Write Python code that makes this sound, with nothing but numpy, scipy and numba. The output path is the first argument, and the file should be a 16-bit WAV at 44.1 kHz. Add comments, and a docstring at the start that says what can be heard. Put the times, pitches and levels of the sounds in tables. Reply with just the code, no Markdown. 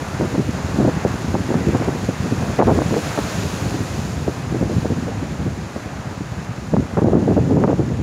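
"""Rocky shore on a windy day. Bubble clouds in the breakers roar steadily and foam hisses over the stone.
Waves burst into spray and drain away, the loudest close by at about 3 s.
A fluttering air stream rumbles on the microphone; eddies, gusts and their vortices add short low thumps.
A limiter ducks the sea under the hardest of them, and the electronics whine faintly."""
import sys
import numpy as np
from scipy import signal
from scipy.fft import rfft, irfft, next_fast_len
from scipy.io import wavfile
from scipy.ndimage import uniform_filter1d, minimum_filter1d
from numba import njit

SR = 44100
rng = np.random.default_rng(int(sys.argv[2]) if len(sys.argv) > 2 else 0)


def file_out(sig):
    """Save sig as 16-bit WAV at sys.argv[1]."""
    # one column per channel
    cols = np.atleast_2d(sig).T
    # limit, then scale
    lim = np.clip(cols, -1, 1)
    pcm = np.round(lim * 32767).astype(np.int16)
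    wavfile.write(sys.argv[1], SR, pcm)


N = 353682


def undb(db):
    """Decibels to gain."""
    return 10 ** (np.asarray(db) / 20)


def unit(x):
    """Scale to rms 1."""
    return x / np.sqrt(np.mean(x ** 2) + 1e-18)


def curve(rows):
    """Rows of time_s, value, interpolated per sample."""
    return np.interp(np.arange(N) / SR, *np.transpose(rows))


def shape(x, gain):
    """Filter x by gain(frequency_hz)."""
    size = next_fast_len(len(x))
    hz = np.maximum(np.fft.rfftfreq(size, 1 / SR), 1)
    return irfft(rfft(x, size) * gain(hz), size)[:len(x)]


def colour(points):
    """Gain function through frequency_hz, gain_db points on a log axis."""
    hz, db = np.transpose(points)
    return lambda f: undb(np.interp(np.log(f), np.log(hz), db))


def walk(rate_hz):
    """Smooth random drift, standard deviation 1."""
    steps = np.arange(N) * rate_hz / SR
    k = steps.astype(int)
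    knots = rng.standard_normal(N // 10)
    turn = np.pi / 2 * (steps - k)
    return knots[k] * np.cos(turn) + knots[k + 1] * np.sin(turn)


def churn(source, depth_db, rate_hz, bands=6):
    """Patches of water swell and sink independently, one per band."""
    centres = np.linspace(np.log(250), np.log(12000), bands)
    patches = (shape(source, lambda f: np.interp(np.log(f), centres, band)) for band in np.eye(bands))
    return sum(patch * undb(depth_db * walk(rate_hz)) for patch in patches)


# Roar spectrum: frequency_hz, gain_db
ROAR_SPECTRUM = [(60, -4), (200, 1.5), (450, -2), (750, -2), (1100, -5.5), (1600, -7), (2100, -11.5),
                 (3000, -21.5), (6000, -49)]
# Breaker strength: time_s, relative_level_db
BREAKER_LEVELS = [(0.0, -35.5), (1.79, -34.5), (2.03, -36), (3.06, -32.5), (4.22, -37.5), (6.66, -39.5),
                  (7.28, -39.5), (8.02, -40)]


def breakers(gain_db=5.0):
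    """Clouds of large bubbles in breaking waves merge into a roar."""
    roar = unit(shape(rng.standard_normal(N), colour(ROAR_SPECTRUM)))
    return churn(roar, depth_db=1.0, rate_hz=9) * undb(curve(BREAKER_LEVELS) + gain_db)


# Waves bursting on the near rocks: start_s, rise_s, hold_s, relative_level_db
SPRAY_BURSTS = [(2.15, 0.4, .1, -44), (2.72, 0.34, .4, -37.5), (4.68, 0.054, 0.058, -43),
                (7.2, 0.1, 0.67, -54)]


def wash(base_db=-40.5, ebb_start_s=3.99, runoff_db=2, runoff_s=0.34, ebb_db_per_s=1.33):
    """Foam envelope in dB: the wash holds, runs off and ebbs; each spray burst rises, holds and drains."""
    t = np.arange(N) / SR
    ebb_s = np.maximum(t - ebb_start_s, 0)
    power = undb(base_db - runoff_db * np.minimum(ebb_s / runoff_s, 1) - ebb_db_per_s * ebb_s) ** 2
    for start_s, rise_s, hold_s, level_db in SPRAY_BURSTS:
        rise = np.clip((t - start_s) / rise_s, 0, 1)
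        drain = np.exp(-np.maximum(t - start_s - rise_s - hold_s, 0) / (0.99 * rise_s))
        power += undb(level_db) ** 2 * rise * drain
    return 10 * np.log10(power)


# Foam spectrum: frequency_hz, gain_db
FOAM_SPECTRUM = [(500, 6), (1200, -14), (2000, -6), (2550, 4.5), (3000, -0.5), (4200, 0.5), (5500, -1),
                 (7000, -1), (8500, -7), (11000, -12.5), (13200, -14), (15700, -23)]


def foam(drops_per_s=1800, drop_spread_db=5.0, drop_db=-10, treble_db_per_db=0.4, gain_db=2.0):
    """Bursting bubbles hiss and drops patter on stone; a closer, louder wash has finer spray."""
    wash_db = wash()
    drops = (rng.random(N) < drops_per_s / SR) * rng.standard_normal(N)
    drops *= undb(drop_spread_db * np.minimum(rng.exponential(size=N), 4))
    hiss = unit(shape(rng.standard_normal(N) + undb(drop_db) * unit(drops), colour(FOAM_SPECTRUM)))
    spray = shape(hiss, lambda f: 1 / (1 + (10000 / f) ** 6))
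    hiss += spray * (undb(treble_db_per_db * (wash_db + 34.5)) - 1)
    return churn(hiss, depth_db=0.4, rate_hz=16) * undb(wash_db + gain_db + 0.23 * walk(22.03))


def turbulence(x, corner_hz, slope=5.6, tilt=0.38, eddy_span=0.35, low_cut_hz=72):
    """Eddy pressure on the microphone port: a spectral hump set by flow speed, deep bass lost."""
    def gain(f):
        hump = 1 / ((1 + (f / corner_hz) ** slope) * (1 + (eddy_span * corner_hz / f) ** 2))
        return f ** -tilt * np.sqrt(hump / (1 + (low_cut_hz / f) ** 8))
    return shape(x, gain)


# Air stream strength: time_s, relative_level_db
BREEZE_LEVELS = [(0.0, -33.5), (0.15, -25), (0.29, -23), (0.89, -23.5), (1.21, -26), (1.67, -21),
                 (2.17, -26.5), (2.79, -17.5), (2.97, -30), (3.48, -23.5), (4.56, -28), (4.71, -23.5),
                 (5.43, -25.5), (5.78, -33.5), (6.14, -33.5), (7.04, -24), (7.17, -16.5), (8.02, -20)]


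def breeze(corner_hz=195, fast_ratio=2.03, flutter_db=2.5, gain_db=-1.1):
    """The air stream rumbles and flutters, brighter as it blows harder."""
    blow_db = curve(BREEZE_LEVELS) + flutter_db * walk(45)
    slow = unit(turbulence(rng.standard_normal(N), corner_hz))
    fast = unit(turbulence(rng.standard_normal(N), fast_ratio * corner_hz))
    fast_share = np.clip((blow_db + 25.5) / 16, 0, 1)
    return undb(blow_db + gain_db) * (np.sqrt(1 - fast_share) * slow + np.sqrt(fast_share) * fast)


# Electronic tones: pitch_hz, rms_db
WHINE_TONES = [(13000, -82), (15000, -87)]


def whine():
    """Thin steady tones from the electronics."""
    t = np.arange(N) / SR
    return sum(np.sqrt(2) * undb(db) * np.sin(2 * np.pi * hz * t) for hz, db in WHINE_TONES)


BUFFET_ATTACK_S, BUFFET_RELEASE_S = .0035, .007


def buffets(rows, spikiness=0.61):
    """Each eddy or gust hits the port as a short knot of uneven pressure kicks."""
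    size, lead, block = 10240, 2048, 64
    out = np.zeros(N + 2 * size)
    age_s = (np.arange(size) - lead) / SR
    rise = np.clip(age_s / BUFFET_ATTACK_S + .5, 0, 1)
    for start_s, length_s, level_db, corner_hz in rows:
        kicks = rng.standard_normal(size)
        kicks *= np.repeat(np.exp(spikiness * rng.standard_normal(size // block)), block)
        swell = rise * np.exp(-np.maximum(age_s - length_s, 0) / BUFFET_RELEASE_S)
        knot = unit(turbulence(kicks * swell, corner_hz)) * np.sqrt(np.mean(swell ** 2))
        start = int(start_s * SR)
        out[start:start + size] += undb(level_db) * knot
    return out[lead:N + lead]


def eddies(rate_hz=9, mild_db=-25, over_db=6, growth_db_per_db=.6, octaves_per_db=0.04, count=160):
    """Small eddies drift by unevenly; a stronger stream makes them louder and faster, so brighter."""
    shift, stretch, strength, speed = rng.standard_normal((count, 4)).T
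    start_s = (np.arange(count) + .5 + .25 * shift) / rate_hz
    excess_db = np.interp(start_s, *np.transpose(BREEZE_LEVELS)) - mild_db
    length_s = 0.0082 * np.exp(0.27 * stretch)
    level_db = mild_db + over_db + growth_db_per_db * excess_db + 1.1 * strength
    corner_hz = 218 * 2 ** (octaves_per_db * excess_db) * np.exp(0.18 * speed)
    rows = np.column_stack([start_s, length_s, level_db, corner_hz])
    return buffets(rows[(start_s > 0) & (start_s < N / SR)])


# Gusts: start_s, length_s, level_db, corner_hz
GUST_HITS = [(0.197, .062, -19.5, 378), (0.341, 0.015, -18.5, 520), (0.378, 0.026, -16, 363),
             (0.787, 0.044, -13.5, 392), (0.848, 0.0047, -11, 520), (0.875, 0.021, -13, 537),
             (0.962, .016, -17.5, 190), (1.047, 0.011, -10.5, 505), (1.243, 0.0076, -17.5, 320),
             (1.34, 0.015, -16.5, 450), (1.505, 0.013, -14.5, 430), (1.551, 0.027, -17.5, 300),
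             (1.668, 0.032, -13, 262), (1.747, 0.0093, -11, 564), (1.876, 0.017, -16.5, 430),
             (2.088, 0.0078, -14, 350), (2.309, 0.032, -19, 350), (2.589, 0.039, -5.5, 730),
             (2.671, .044, -9.5, 606), (2.906, 0.089, -20, 478), (3.175, .016, -17.5, 830),
             (4.276, 0.015, -15.5, 446), (4.521, 0.0051, -19, 405), (4.545, 0.017, -17.5, 400),
             (4.608, 0.022, -15.5, 348), (4.695, 0.026, -19.5, 431), (4.763, .022, -16.5, 189.7),
             (4.846, 0.013, -17, 460), (4.899, 0.031, -19, 326), (5.078, 0.011, -22.5, 461),
             (5.455, 0.035, -18.5, 260), (5.759, 0.0078, -19.5, 400), (6.205, .01, -23, 189.3),
             (6.736, 0.0076, -8, 421.6), (6.772, 0.029, -12, 240), (6.969, 0.021, -13, 559.3),
             (7.016, 0.011, -10.5, 425.7), (7.044, 0.025, -9, 447), (7.13, 0.04, -9.5, 510),
             (7.276, 0.052, -15, 470), (7.364, 0.031, -11, 431), (7.507, 0.017, -11.5, 400),
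             (7.568, 0.018, -13, 450), (7.641, 0.011, -6, 470), (7.674, 0.041, -15.5, 520),
             (7.791, 0.021, -15, 393)]


def gusts():
    """Gusts strike the microphone in short low thumps."""
    return buffets(GUST_HITS)


def slaps(rows, steepness=3.07, gain_db=0.5):
    """A vortex core passing the port gives one pressure swing; the tighter, the sharper."""
    half = 1024
    out = np.zeros(N + 2 * half)
    t = np.arange(-half, half) / SR
    sides = rng.uniform(0, 2 * np.pi, half)  # passing side: push, pull or both
    for (time_s, level_db, corner_hz), side in zip(rows, sides):
        swing = np.real(np.exp(1j * side) * (1 + 1.6j * corner_hz * t) ** -steepness)
        start = int(time_s * SR)
        out[start:start + 2 * half] += undb(level_db + gain_db) * swing * np.hanning(2 * half)
    return out[half:N + half]


def shed_vortices(gap_s=.022, over_db=7, spread_db=1.5, corner_ratio=1.25):
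    """One vortex leads each gust; more follow while it lasts."""
    rows = []
    for start_s, length_s, gust_db, gust_hz in GUST_HITS:
        spacing, strength, tightness = rng.standard_normal((3, 8))
        gaps_s = gap_s * np.exp(.4 * spacing)
        age_s = BUFFET_ATTACK_S + np.cumsum(gaps_s) - gaps_s[0]
        level_db = gust_db + over_db + spread_db * strength
        corner_hz = gust_hz * corner_ratio * np.exp(0.19 * tightness)
        rows.extend(np.column_stack([start_s + age_s, level_db, corner_hz])[age_s < length_s])
    return slaps(rows)


# Tightest vortices: time_s, relative_peak_db, corner_hz
TIGHT_VORTICES = [(0.211, -5, 693), (1.353, -3, 910), (1.543, -5, 740), (1.823, -8, 720), (2.688, -4, 841),
                  (2.79, -2, 850), (2.82, -5.5, 1050), (2.942, -7, 930), (6.767, -5.5, 965.2),
                  (7.085, 1.5, 560), (7.639, -1, 1250), (7.731, 0.5, 600)]


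def tight_vortices():
    """The tightest cores each pass as one sharp slap."""
    return slaps(TIGHT_VORTICES)


def scene():
    """Sea and wind at one microphone under open sky."""
    sea = breakers() + foam()
    wind = breeze() + gusts() + tight_vortices() + shed_vortices() + eddies()
    return (sea + wind)[None]


@njit
def follow(x, attack, release):
    """Peak follower: fast rise, slow fall."""
    out, level = np.empty(len(x)), 0.
    for i in range(len(x)):
        level += (x[i] - level) * (attack if x[i] > level else release)
        out[i] = level
    return out


# Microphone port resonances: centre_hz, width_hz, gain_db
PORT_RESONANCES = [(7020, 1500, 3), (8070, 1120, -5.5), (9740, 980, 2.5)]


def port_gain(f):
    """Port resonances colour the treble."""
    return undb(sum(db * 2 ** -((2 * (f - hz) / width) ** 2) for hz, width, db in PORT_RESONANCES))


def record(dry, limit_db=-7.0, attack_s=0.00027, release_s=0.026, squeeze=0.55,
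           low_cut_hz=48, high_cut_hz=15720):
    """Port colour, low cut, limiter, added whine, high cut."""
    x = shape(dry[0], port_gain)
    x = signal.sosfilt(signal.butter(4, low_cut_hz, "high", fs=SR, output="sos"), x)
    peak = follow(np.abs(x), 1 / (1 + attack_s * SR), 1 / (1 + release_s * SR))
    gain = np.minimum(undb(limit_db) / (peak + 1e-9), 1) ** squeeze
    gain = np.minimum(gain, .95 / (np.abs(x) + 1e-9))  # peaks stay under full scale
    gain = uniform_filter1d(minimum_filter1d(gain, size=131), size=131)
    high_cut = signal.ellip(10, .1, 80, high_cut_hz, fs=SR, output="sos")
    return signal.sosfilt(high_cut, x * gain + whine())[None]


dry = scene()
out = record(dry)
file_out(out)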